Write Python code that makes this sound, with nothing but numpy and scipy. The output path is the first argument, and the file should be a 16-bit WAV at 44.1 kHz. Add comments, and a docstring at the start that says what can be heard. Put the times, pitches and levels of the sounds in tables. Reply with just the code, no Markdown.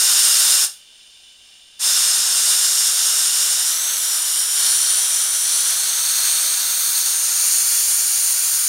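"""A jet of high-pressure air bleeds from a compressor valve in a small shop, heard by one microphone.
The jet is shaped noise: it sinks as the pressure drains and swells at each nudge of the knob.
It rings in the cavity between valve and hand, whose resonances slide together as the hand turns.
The valve is shut for about a second, leaving a thin leak of shaped noise over the room.
The room is low air noise with two hum lines; bench, case and walls reflect the air sounds."""
import sys
import numpy as np
from scipy import signal
from scipy.fft import rfft, irfft, next_fast_len
from scipy.io import wavfile
from scipy.ndimage import uniform_filter1d

SR = 44100
rng = np.random.default_rng(int(sys.argv[2]) if len(sys.argv) > 2 else 0)


def file_out(sig):
    """Save sig as 16-bit WAV at sys.argv[1]."""
    # one column per channel
    cols = np.atleast_2d(sig).T
    # limit, then scale
    lim = np.clip(cols, -1, 1)
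    pcm = np.round(lim * 32767).astype(np.int16)
    wavfile.write(sys.argv[1], SR, pcm)


N = 382788

# Background, room air: [f/Hz, level/dB per Hz]
ROOM_AIR = [(15, -89), (35, -92), (55, -97), (80, -101), (200, -104), (1000, -112), (15000, -125)]
# Background, electrical hum lines: [f/Hz, level/dB rms]
HUM_LINES = [(60, -80), (235, -81)]
# Leak through the shut valve, before its resonances: [f/Hz, level/dB per Hz]
LEAK_SPECTRUM = [(100, -103), (650, -98), (1100, -100), (2100, -96.5), (3100, -89), (5000, -90.5),
                 (7000, -90.5), (9500, -96), (10800, -103), (11800, -104), (12600, -110), (15600, -109)]
# Resonances (+) and dips (-) of the leak: [f/Hz, width/Hz, level/dB]
LEAK_RESONANCES = [(1580, 120, 7), (2370, 160, 8), (2810, 94, 13.5), (3025, 240, 14), (3550, 190, 15),
                   (3840, 100, 8), (4520, 170, 5), (5200, 490, 7), (6050, 200, -2), (7400, 200, 2),
                   (7950, 400, -7), (8680, 300, 10), (9560, 400, 9.5)]
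# Turbulence of the open jet, before resonances and flow: [f/Hz, level/dB per Hz]
JET_SPECTRUM = [(100.0, -88.5), (250.0, -86.5), (500.0, -79.0), (900.0, -74.0), (1400.0, -69),
                (2200.0, -69.5), (3500.0, -63.5), (5000.0, -62), (7000.0, -58.5), (8200.0, -64),
                (10000.0, -62.0), (12500.0, -64), (15600.0, -71.5)]
# Fixed resonances (+) and dips (-) of the fitting and the case: [f/Hz, width/Hz, level/dB]
BODY_RESONANCES = [(550.0, 50.0, 1.1), (670.0, 70.0, 1.9), (900.0, 110.0, 2.0), (1460.0, 440.0, 4.3),
                   (1910.0, 70.0, 1.8), (2340.0, 140.0, 4.1), (2550.0, 110.0, -1.4), (2820.0, 140.0, 2.7),
                   (3170.0, 90.0, 1.4), (3290.0, 100.0, -1.3), (3600.0, 170.0, 3.2), (4030.0, 110.0, -1.8),
                   (4300.0, 220.0, 1.4), (4800.0, 260.0, -2.4), (5840.0, 170.0, 1.7), (6140.0, 170.0, -3.3),
                   (7360.0, 260.0, 0.7), (7710.0, 200.0, -1.5), (8490.0, 220.0, 1.5), (9410.0, 410.0, 2.2),
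                   (10610.0, 380.0, -3.6), (11750.0, 220.0, 2.0), (13540.0, 210.0, -1.2)]
# Resonances (+) and notches (-) of the cavity between valve and hand:
# [f at turn 0/Hz, f at turn 1/Hz, width/Hz, level at turn 0/dB, at half turn/dB, at turn 1/dB]
CAVITY_RESONANCES = [(2140, 3690, 280, -3, 3, -7.5), (2500, 3110, 200, 4, -4, -4),
                     (2615, 2300, 600, -6, -2, 1), (2740, 4320, 350, 6.5, 3, 2),
                     (3620, 4700, 610, 4, 3, 3.5), (5170, 6850, 1180, 12, 7, 8.5),
                     (5740, 6970, 470, .2, 7, -6.5), (5890, 8000, 520, -2.5, -0.5, -5.5),
                     (6270, 9200, 500, 6.5, 1, -3.5), (7440, 9260, 1340, 8.5, 11.5, 14),
                     (7850, 10200, 620, -3.5, -6.5, -3), (8520, 11330, 860, 14.5, 4.5, -5.5),
                     (8920, 13700, 890, -5.3, -1, -6), (9330, 11630, 640, 10.5, 9, 1.5),
                     (10450, 13000, 880, 9, 2.5, -2.5), (11650, 17200, 830, 4, -1.5, 5),
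                     (13300, 14800, 750, 0, 8, -1)]
# How far the hand has turned with the knob; it slips forward and back once: [t/s, turn 0-1]
HAND_TURN = [(1.9, 0.04), (3.1, 0.1), (3.65, 0.13), (3.75, 0.34), (3.83, 0.54), (3.92, 0.54), (4.03, 0.28),
             (4.3, 0.19), (5, 0.34), (5.6, 0.39), (6.1, 0.62), (6.9, 0.71), (7.3, 0.88), (7.6, 1.0),
             (8.68, 0.98)]
# Nudges that open the knob further: [t/s, length/s, gain/dB]
KNOB_NUDGES = [(0.05, 0.37, 1.28), (2.346, 0.048, 1.91), (3.1, 0.2, 0.9), (4.52, 0.063, 3.5),
               (5.47, 0.082, 2.5), (5.906, 0.35, 3.0), (6.8, 0.77, 8.5)]
# Lift of the whistle band, before its flutter: [t/s, level/dB]
WHISTLE_LEVEL = [(1.9, 2.5), (3.1, 4), (3.7, 4), (3.85, 6), (4.05, 5.5), (4.8, 10.1), (5.5, 13), (6.1, 9.5),
                 (6.9, 4), (7.6, -2.0), (8.68, 1)]
# Lift of the low roar: [t/s, level/dB]
ROAR_LEVEL = [(0, 5), (2.3, 4.5), (2.5, 3.5), (4.3, 4.5), (6.3, 4.5), (6.9, 2.5), (7.5, -3.0), (8.68, -2.2)]
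# Lift of the treble: [t/s, level/dB]
TREBLE_LEVEL = [(0, 2), (1.9, 0), (3.2, 1.1), (4.3, 4), (4.9, 1.3), (5.55, 1.5), (6.2, 5.5), (6.55, 5),
                (6.82, 10.5), (7.25, 2.5), (7.8, 4), (8.3, 7.2)]
# Side tones (+) and hollows (-) that come and go in the hiss:
# [start t/s, end t/s, f/Hz, width/Hz, level/dB]
HISS_SIDE_TONES = [(-.1, .75, 14420, 509.5, 9), (-.1, .75, 9400, 900, 2), (3.7, 4.02, 9400, 550, -6),
                   (3.7, 4.02, 6950, 450, -6), (3.7, 4.02, 5100, 600, -4), (3.95, 4.65, 6250, 380, -5),
                   (4.05, 4.95, 11100, 600, 3), (4.52, 5.05, 4360, 520, 5), (5.4, 7.15, 4400, 640, 5.5),
                   (6.7, 7.35, 11100, 700, 3.5), (7.35, 8.1, 12100, 700, 4)]
SIDE_TONE_FADE_S = 0.11

# the valve is shut, then opened again
SHUT_S, SHUT_DB_PER_S = 0.64, 400
REOPEN_S, REOPEN_RISE_S = 1.791, 0.036
# the jet weakens steadily while air flows
START_DB, SAG_DB_PER_S = -0.56, 3
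# a noisy whistle at the valve seat, which rises with the turn of the hand
WHISTLE_HZ, WHISTLE_TURNED_HZ, WHISTLE_SPREAD_HZ = 9080, 9210, 820
TOP_HZ = 15750  # the recorder's upper limit

# spectra are shaped in overlapping frames: rows are frequencies, columns are moments
FRAME, HOP = 1024, 256
TIME = np.arange(N) / SR
FRAME_S = np.arange(N // HOP + 2) * HOP / SR
FREQ = np.fft.rfftfreq(FRAME, 1 / SR)[:, None]


def undb(db):
    """Decibels to gain."""
    return 10 ** (np.asarray(db) / 20)


def curve(rows):
    """The value of a (time, value) table at each frame, joined by straight lines."""
    s, value = np.transpose(rows)
    return np.interp(FRAME_S, s, value)


def colour(points):
    """A spectrum in dB, joined by straight lines on a log-frequency axis."""
    hz, db = np.transpose(points)
    return np.interp(np.log(FREQ + 1), np.log(hz), db)


def resonance(hz, width_hz, db):
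    """A bell-shaped lift or dip in dB."""
    return db / (1 + 2 * ((FREQ - hz) / width_hz) ** 2) ** 2


def walk(rate):
    """Smooth chance of spread 1 that changes about rate times a second."""
    smooth = np.sinc(np.linspace(-1, 1, 2 * int(SR / HOP / rate) + 3))
    smooth = smooth / np.linalg.norm(smooth)
    chance = rng.standard_normal(len(FRAME_S))
    return signal.fftconvolve(chance, smooth, "same")


def noise(db):
    """Turbulent noise whose density (dB per Hz) may move in time."""
    # scaled to unit power per Hz
    white = rng.standard_normal((len(FRAME_S) - 1) * HOP) * np.sqrt(SR / 2)
    spectra = signal.stft(white, nperseg=FRAME, noverlap=FRAME - HOP)[2]
    shaped = signal.istft(spectra * undb(db), nperseg=FRAME, noverlap=FRAME - HOP)[1]
    return shaped[:N]


def room_tone():
    """The background at the microphone: low air noise and a faint electrical hum of steady sines."""
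    hum = 0
    for hz, rms_db in HUM_LINES:
        peak = undb(rms_db) * np.sqrt(2)
        hum = hum + peak * np.sin(2 * np.pi * hz * TIME)
    return noise(colour(ROOM_AIR)) + hum


def shop(x, near_db=-11, near_t60=0.039, wall_db=-11, wall_t60=0.31):
    """Direct sound, quick reflections from bench and case, and the short tail of the walls."""
    t = TIME[:SR // 2]
    response = signal.unit_impulse(len(t))
    # the delays stand for about 0.7 m and 2.7 m of extra path to the microphone
    for db, t60, delay_s in ((near_db, near_t60, 0.002), (wall_db, wall_t60, 0.008)):
        decay = np.exp(-np.log(1000) * t / t60)  # 60 dB down after t60 seconds
        tail = rng.standard_normal(len(t)) * decay * (t > delay_s)
        response = response + undb(db) * tail / np.linalg.norm(tail)
    # diffuse reflections ripple the spectrum finely but leave its broad balance even
    size = next_fast_len(N + SR)
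    transfer = rfft(response, size)
    broad_power = uniform_filter1d(np.abs(transfer) ** 2, size=1000)
    return irfft(rfft(x, size) * transfer / np.sqrt(broad_power), size)[:N]


def leak(waver_db=-0.5):
    """A thread of air past the valve seat: wavering noise coloured by narrow resonances."""
    db = colour(LEAK_SPECTRUM) + sum(resonance(*mode) for mode in LEAK_RESONANCES)
    return noise(db + waver_db * walk(7.5))


def valve():
    """Gain of the jet: it dies quickly when the valve is shut and springs back when it is opened."""
    closing = undb(-SHUT_DB_PER_S * np.maximum(TIME - SHUT_S, 0))
    opening = 1 - np.exp(-np.maximum(TIME - REOPEN_S, 0) / REOPEN_RISE_S)
    return closing + opening


def flow_db():
    """Strength of the jet: it sags while air escapes, and each nudge of the knob lifts it for good."""
    shut_for_s = np.clip(FRAME_S - SHUT_S, 0, REOPEN_S - SHUT_S)
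    flowing_s = FRAME_S - shut_for_s
    nudged_db = 0
    for start_s, length_s, gain_db in KNOB_NUDGES:
        nudged_db = nudged_db + gain_db * np.clip((FRAME_S - start_s) / length_s, 0, 1)
    return START_DB - SAG_DB_PER_S * flowing_s + nudged_db


def slide(from_hz, to_hz, turn):
    """A pitch that moves by equal intervals as the hand turns."""
    return from_hz * (to_hz / from_hz) ** turn


def cavity(turn):
    """The turning hand shrinks the cavity, so its resonances slide together, nearly all upward."""
    db = 0
    for from_hz, to_hz, width_hz, *lifts_db in CAVITY_RESONANCES:
        lift_db = np.interp(turn, (0, 0.5, 1), lifts_db)
        db = db + resonance(slide(from_hz, to_hz, turn), width_hz, lift_db)
    return db


def whistle(turn, flutter_db=1.33):
    """A noisy whistle, a lifted band of the hiss, that keeps catching and losing its hold on the jet."""
    lift_db = curve(WHISTLE_LEVEL) + flutter_db * walk(45)
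    return resonance(slide(WHISTLE_HZ, WHISTLE_TURNED_HZ, turn), WHISTLE_SPREAD_HZ, lift_db)


def side_tones():
    """Lifts and dips in dB that fade in, colour the hiss briefly and let go."""
    db = 0
    for start_s, end_s, hz, width_hz, lift_db in HISS_SIDE_TONES:
        to_nearest_end_s = np.minimum(FRAME_S - start_s, end_s - FRAME_S)
        fade = np.clip(to_nearest_end_s / SIDE_TONE_FADE_S, 0, 1)
        db = db + resonance(hz, width_hz, lift_db * fade)
    return db


def jet(flutter_db=0.48, eddy_db=0.34):
    """The escaping air: broad turbulence, shaped by fixed and moving resonances."""
    turn = curve(HAND_TURN)
    # large eddies roar at the low end of the spectrum, small ones sizzle at the top
    low = 1 / (1 + (FREQ / 4200) ** 6)
    high = 1 - 1 / (1 + (FREQ / 11500) ** 12)
    db = colour(JET_SPECTRUM) + sum(resonance(*mode) for mode in BODY_RESONANCES)
    db = db + flow_db() + low * curve(ROAR_LEVEL) + high * curve(TREBLE_LEVEL)
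    db = db + cavity(turn) + whistle(turn) + side_tones()
    # the whole jet flutters; large and small eddies also vary on their own
    db = db + flutter_db * walk(40)
    db = db + eddy_db * (low * walk(40) + high * walk(12))
    return noise(db) * valve()


def scene(jet_db=0, leak_db=0):
    """Jet and leak sound in the shop over the room tone; one microphone feeds both channels."""
    escaping_air = undb(jet_db) * jet() + undb(leak_db) * leak()
    mono = shop(escaping_air) + room_tone()
    return np.array([mono, mono])


def record(dry):
    """The recorder cuts the top with a steep low-pass."""
    top_cut = signal.ellip(12, 0.1, 80, TOP_HZ, fs=SR, output="sos")
    return signal.sosfilt(top_cut, dry)


dry = scene()
out = record(dry)
file_out(out)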